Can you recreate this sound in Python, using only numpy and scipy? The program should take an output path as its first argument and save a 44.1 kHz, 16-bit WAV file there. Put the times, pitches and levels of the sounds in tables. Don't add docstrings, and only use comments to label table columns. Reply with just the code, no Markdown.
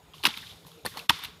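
import sys
import numpy as np
from scipy import signal
from scipy.fft import rfft, irfft
from scipy.io import wavfile
from scipy.ndimage import uniform_filter1d

SR = 44100
rng = np.random.default_rng(int(sys.argv[2]) if len(sys.argv) > 2 else 0)


def wav_record(signal):
    frames = np.transpose(np.atleast_2d(signal))
    bounded = np.clip(frames, -1, 1)
    quanta = np.round(bounded * 32767).astype(np.int16)
    wavfile.write(sys.argv[1], SR, quanta)


def boost_factor(decibels):
    exponent = np.asarray(decibels, float) / 20
    return 10 ** exponent


N = 61739

# pitch_hz, level_db (per Hz)
SOIL_SPECTRUM = [(300, -16), (640, -18.5), (1050, -1.5), (1900, -6.5), (3500, -2), (5000, -9), (7600, -21),
                 (11800, -20.5), (16000, -34.5)]


def evened(x):
    return x / np.sqrt(np.mean(x ** 2) + 1e-20)


def read(points, hz):
    f, value = np.transpose(points)
    return np.interp(np.log(hz + 1), np.log(f + 1), value)


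def colour(x, points, tilt_db=0.):
    hz = np.fft.rfftfreq(len(x), 1 / SR)
    gain_db = read(points, hz) + tilt_db * np.log2(hz / 3000 + 0.028)
    return irfft(rfft(x) * boost_factor(gain_db), len(x))


def resonate(x, hz, width):
    r = np.exp(-np.pi * width / SR)
    return 2 * signal.lfilter([1 - r], [1, -r * np.exp(2j * np.pi * hz / SR)], x + 0j).real


def noise_band(length, hz, width):
    noise = rng.standard_normal(length)
    return evened(resonate(resonate(noise, hz, width), hz, width))


def high_pass(x, hz):
    return signal.sosfilt(signal.butter(4, hz, "high", fs=SR, output="sos"), x)


def lay(events, voice):
    layer = np.zeros(N)
    for start_s, *settings in events:
        sound = voice(*settings)
        part = layer[round(start_s * SR):][:len(sound)]
        part += sound[:len(part)]
    return layer


def yard():
    # pitch_hz, level_db (per Hz)
    air_spectrum = [(25, -37), (70, -3), (400, -15), (990, -16), (1900, -23), (3500, -20), (5500, -30.5),
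                    (12800, -32.5), (16000, -37)]
    # pitch_hz, width_hz, level_db
    drones = [
        (6740, 170, -76),
        (428.7, 59, -69),
        (164, 21, -63),
    ]
    air_db, patch_db, puff_db, puff_s = -56, 3.1, 7.5, 0.03
    hop = 256
    hz = np.fft.rfftfreq(1024, 1 / SR)
    real, imag, patches, puffs = rng.standard_normal((N // hop + 6, 513, 4)).T
    patches = uniform_filter1d(patches, size=10, axis=0)
    patches = evened(uniform_filter1d(patches, size=8, axis=1))
    puffs = uniform_filter1d(puffs, size=3, axis=0)
    puffs = evened(uniform_filter1d(puffs, round(puff_s * SR / hop), axis=1))
    bass = np.exp(-hz / 250)[:, None]
    cells = (real + 1j * imag) * boost_factor(patch_db * patches + puff_db * puffs * bass)
    hiss = signal.istft(cells, nperseg=1024, noverlap=768)[1][:N]
    out = boost_factor(air_db) * evened(colour(hiss, air_spectrum))
    for pitch, width, db in drones:
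        out += boost_factor(db) * noise_band(N, pitch, width)
    return out


def scuff(length_s, db, hz, width):
    u = np.arange(3000) / (SR * length_s)
    shape = np.minimum(6 * u, 1) * np.clip(1.6 - 1.27 * u, 0, 1)
    return boost_factor(db) * shape * noise_band(3000, hz, width)


def sliding_crumbs():
    # start_s, length_s, level_db, centre_hz, width_hz
    slides = [(.134, 0.024, -52, 2980, 900), (0.291, 0.011, -44, 3800, 600), (.337, 0.015, -43, 2230, 500),
              (0.371, 0.015, -47, 1090, 700), (0.367, 0.01, -43, 3660, 900), (.418, 0.019, -48, 3600, 910),
              (0.425, 0.023, -49.5, 1720, 350), (0.461, 0.024, -47, 3340, 1200),
              (0.489, 0.041, -49, 3400, 910), (.885, 0.025, -56, 4160, 900),
              (.908, 0.034, -55.5, 1770, 450), (0.947, 0.039, -49.5, 564, 500),
              (.996, 0.05, -54.5, 640, 400), (0.199, .02, -56.5, 850, 250), (0.253, 0.021, -36, 5160, 1800),
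              (0.25, 0.026, -37.5, 11500, 3000), (0.373, 0.0098, -48.5, 12000, 3500),
              (.665, 0.018, -57, 12300, 2500), (0.855, .005, -37.5, 9300, 2000),
              (1.188, .004, -55, 13000, 2000), (1.2365, 0.0055, -40, 12400, 2500),
              (1.244, 0.015, -48, 12200, 1500)]
    return lay(slides, scuff)


def knock(db, hz, t60, sparkle_db):
    rise_s, crack_s, crack_db = 0.00081, 0.0016, -9
    t = np.arange(2000) / SR
    crack_noise, spit_noise, waver_noise = rng.standard_normal((3, 2000))
    waver = hz / 9000 * evened(uniform_filter1d(waver_noise, size=40))
    swell = 1 - np.exp(-t * hz / 1.12)
    ring = swell * np.sin(2 * np.pi * hz * t + waver) * boost_factor(-60 * t / max(t60, 0.003))
    burst = (1 - np.exp(-t / rise_s)) * np.exp(-t / crack_s)
    crack = boost_factor(crack_db) * evened(colour(crack_noise, SOIL_SPECTRUM))
    spit = boost_factor(sparkle_db - 1.0) * evened(resonate(spit_noise, 11040, 2360))
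    return boost_factor(db) * (ring + burst * (crack + spit))


def clods():
    # start_s, peak_db, pitch_hz, t60_s, sparkle_db
    clod_hits = [(0.136, -39.5, 3180, 0.016, -49), (0.182, -41, 3110, 0.0095, -26.5),
                 (0.199, -50, 815, 0.02, -4), (0.287, -24, 3370, 0.015, -24),
                 (0.305, -25.5, 3050, 0.013, -41), (0.339, -35, 3590, 0.027, -30),
                 (0.3735, -24, 3714, 0.011, -13), (0.384, -32, 3600, 0.015, -15),
                 (0.428, -45, 1750, 0.0067, -30), (0.464, -41, 3320, 0.007, -26.5),
                 (0.509, -38, 3770, 0.008, -29.5), (0.649, -39, 1020, 0.013, -37),
                 (0.667, -31, 900, 0.0065, -14), (0.681, -47, 990, 0.021, 0),
                 (0.717, -35.5, 3360, 0.0054, -12),
                 (.8495, -27, 902, 0.035, -9), (0.853, -30, 4100, 0.012, -6),
                  (0.8545, -18, 1093, 0.012, -9), (0.862, -18.5, 4260, 0.012, -6),
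                  (.8620, -18.5, 1830, 0.017, -4.5), (0.8721, -34, 4030, 0.0051, -2.5),
                  (0.9716, -18, 880, 0.011, -20), (0.9732, -25.5, 4250, 0.011, -28),
                  (0.979, -29, 1050, 0.02, -11), (0.9924, -21.5, 4200, 0.0061, -18),
                  (0.997, -29, 2710, 0.016, -16), (1.1883, -45, 3430, 0.0067, 5),
                  (1.218, -37, 3230, 0.0055, -18), (1.2369, -19.5, 3680, 0.0046, -12),
                  (1.2380, -26.5, 1690, 0.007, -9), (1.247, -25, 3960, 0.015, -6.5),
                  (1.2488, -20, 3100, 0.0028, -30), (1.2531, -21, 2760, 0.0071, -14.5)]
    # start_s, peak_db, pitch_hz, t60_s, sparkle_db
    further_knocks = [
        (.289, -27.5, 860, 0.024, -11),
        (0.24, -25, 4300, 0.0071, -22),
        (.340, -30, 2600, 0.008, -26),
        (0.14, -36, 1070, 0.02, -22),
        (0.23, -26, 4100, 0.0055, -18),
    ]
    return lay(clod_hits + further_knocks, knock)


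def grains():
    # low_hz, high_hz
    size_bands = [(200, 1600), (1600, 2700), (2700, 5000), (5000, 8500), (8500, 18000)]
    grains_per_s, spread_db, grain_s, smooth = 2200, -1.5, 0.0018, 0.99
    raw, hz = np.zeros(N), np.fft.rfftfreq(N, 1 / SR)
    for low, high in size_bands:
        landing = rng.random(N) < grains_per_s / SR
        hits = landing * boost_factor(spread_db * np.minimum(rng.exponential(1, N), 4))
        lumps = evened(signal.lfilter([1], [1, -np.exp(-1 / (grain_s * SR))], hits))
        patter = evened((smooth + lumps) * rng.standard_normal(N))
        raw += irfft(rfft(patter) * ((hz >= low) & (hz < high)), N)
    return evened(raw)


def grit():
    # start_s, hold_s, level_db, fade_db_per_s, tilt_db_per_octave
    showers = [(0.142, 0.059, -56, 17, 5.5), (0.234, 0.024, -33.5, 892, 0),
               (0.2505, 0.02, -24.5, 2496, -1.5), (0.262, 0.012, -36, 140, 0.5), (0.328, .18, -51, 149, 4),
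               (0.365, 0.0051, -43, 310, 1), (0.661, 0.012, -56.5, 97, 8), (0.8476, 0.023, -37, 904, -6.5),
               (0.862, 0.0093, -46.5, 79, 7), (0.937, 0.047, -48.5, 160, -5), (0.968, 0.011, -44.5, 197, 6),
               (1.091, 0.017, -25.5, 2491, -1), (1.108, 0.13, -46.5, 138, -1),
               (1.112, 0.012, -38, 105, 0.5), (1.22, 0.038, -45.5, 274, 1)]
    # pitch_hz, width_hz, level_db
    crumb_tones = [(1330, 20, -16), (2064, 92, -0.5), (3600, 126, 0.5), (4300, 63, -27)]
    t, out, raw = np.arange(N) / SR, np.zeros(N), grains()
    raw = raw + sum(boost_factor(db - 3.5) * resonate(raw, hz, 0.98 * width) for hz, width, db in crumb_tones)
    for start_s, hold_s, db, fade_db, tilt_db in showers:
        start = np.clip((t - start_s) / 0.0032, 0, 1)
        fade = boost_factor(db - fade_db * np.maximum(t - start_s - hold_s, 0))
        shifted = np.roll(raw, rng.integers(N))
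        out += start * fade * evened(colour(shifted, SOIL_SPECTRUM, tilt_db))
    return out


def blade_strikes():
    # start_s, peak_db, pitch_hz, t60_s, sparkle_db
    strikes = [(.2364, -21, 2950, 0.011, -10), (0.2417, -24.5, 1130, 0.021, 2),
               (0.2524, -2, 2790, 0.007, -22), (.2540, -5.5, 3580, 0.0034, -31),
               (0.2541, -11, 1010, 0.021, -8.5), (0.2556, -32, 3810, 0.017, -20),
               (.2588, -13, 1530, 0.0072, -5), (0.2608, -15.5, 3640, 0.019, -23),
               (0.2655, -9.5, 2570, 0.0054, -18), (0.2687, -13, 3910, 0.012, -5),
               (0.270, -15, 1365, 0.01, -12), (1.0920, -26, 3050, .012, 1.5),
               (1.0945, 0, 3436, 0.0093, -20), (1.0948, -6, 2870, 0.01, -32.5),
               (1.0968, -4, 1200, 0.0098, -19), (1.0968, -8, 5440, 0.0046, -8.5),
               (1.0984, -18, 2860, 0.0033, -30), (1.1028, -19.5, 3520, 0.0041, 2),
               (1.1039, -8, 1150, 0.0088, -40)]
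    return lay(strikes, knock)


def thud(db, hz, t60):
    t = np.arange(9000) / SR
    drift = uniform_filter1d(rng.standard_normal(9000), size=300)
    waver = evened(uniform_filter1d(drift, size=300))
    push = np.sin(2 * np.pi * hz * t + waver - waver[0])
    return boost_factor(db - 60 * t / t60) * (1 - np.exp(-t / 0.0025)) * push


def ground_thuds():
    # start_s, peak_db, pitch_hz, t60_s
    pushes = [(0.238, -34, 299, 0.1), (0.255, -29.5, 256, 0.033), (0.265, -30, 222, 0.097),
              (0.27, -37, 135, 0.096), (0.371, -40, 170.5, 0.052), (0.849, -31, 474, 0.046),
              (0.856, -39, 177, 0.073), (0.901, -49.5, 84, 0.35), (0.97, -39.5, 161, .08),
              (1.095, -20.5, 194, 0.034), (1.092, -28, 101, 0.044), (1.099, -28.5, 302, 0.06),
              (1.25, -45, 63, 0.28)]
    return lay(pushes, thud)


def snap(db, hz, swell_s):
    t = np.arange(1500) / SR
    u = t / swell_s
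    return boost_factor(db) * u * np.exp(1 - u) * np.sin(2 * np.pi * hz * t)


def stone_snaps():
    # start_s, peak_db, pitch_hz, swell_s
    breaks = [(.2526, -8.5, 2744, 0.00068), (.2538, -8, 2690, 0.00023), (.2570, -10.5, 3450, 0.00021),
              (.2588, -18, 2580, .0004), (.2651, -10, 2290, 0.00036), (.2675, -21, 3350, 0.00048),
              (.2442, -24.5, 970, 0.00051), (.2775, -29, 330, 0.00084), (.3051, -26.5, 2300, 0.00017),
              (.2528, -10, 4170, 0.00033), (.2560, -22, 1520, 0.00064), (.3740, -33, 2300, 0.00042),
              (.3890, -37, 2660, 0.00065), (.4035, -38, 3500, 0.00047), (.8510, -26.5, 705, 0.00025),
              (.8590, -30.5, 510, 0.0016), (.8732, -32, 2030, 0.00034), (.9720, -39, 1980, 0.0011),
              (.9770, -38, 1980, 0.0008), (.9770, -43, 4370, .001), (.9845, -42, 3180, 0.00077),
              (1.0010, -46, 4250, 0.0009), (1.0105, -48, 2430, 0.00065), (1.0140, -43, 2380, 0.00075),
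              (1.0948, -17, 3600, 0.00096), (1.0960, -12, 1870, 0.00046), (1.0995, -12.5, 3030, 0.00036),
              (1.1035, -15.5, 3130, .0005), (1.1038, -12, 963, 0.0017), (1.1165, -33.5, 1036, 0.0012)]
    return lay(breaks, snap)


def far_hum():
    # start_s, end_s, pitch_hz, level_db
    passing = (0.5, 1.24, 463, -62)
    start_s, end_s, hz, db = passing
    t = np.arange(N) / SR
    swell = np.sin(np.pi * np.clip((t - start_s) / (end_s - start_s), 0, 1))
    return boost_factor(db) * swell * noise_band(N, hz, 24)


def scene():
    air = yard() + grit() + far_hum()
    knocks = high_pass(clods() + blade_strikes(), 705)
    ground = high_pass(sliding_crumbs() + ground_thuds() + stone_snaps(), 55)
    return (air + knocks + ground)[None]


def roll_off(x):
    return signal.sosfilt(signal.butter(12, 16660, fs=SR, output="sos"), x)


def record(dry):
    # start_s, end_s
    dip_span = (1.066, 1.0905)
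    dip_db, fall_s, recover_s = -17, 0.014, 0.0044
    t = np.arange(N) / SR
    dip = np.clip((t - dip_span[0]) / fall_s, 0, 1) * np.clip((dip_span[1] - t) / recover_s, 0, 1)
    edge = signal.firwin(255, 15600, window=("kaiser", 7), fs=SR)
    mix = signal.oaconvolve(dry * boost_factor(dip_db * dip), edge[None], "same")
    return roll_off(mix)


dry = scene()
out = record(dry)
wav_record(out)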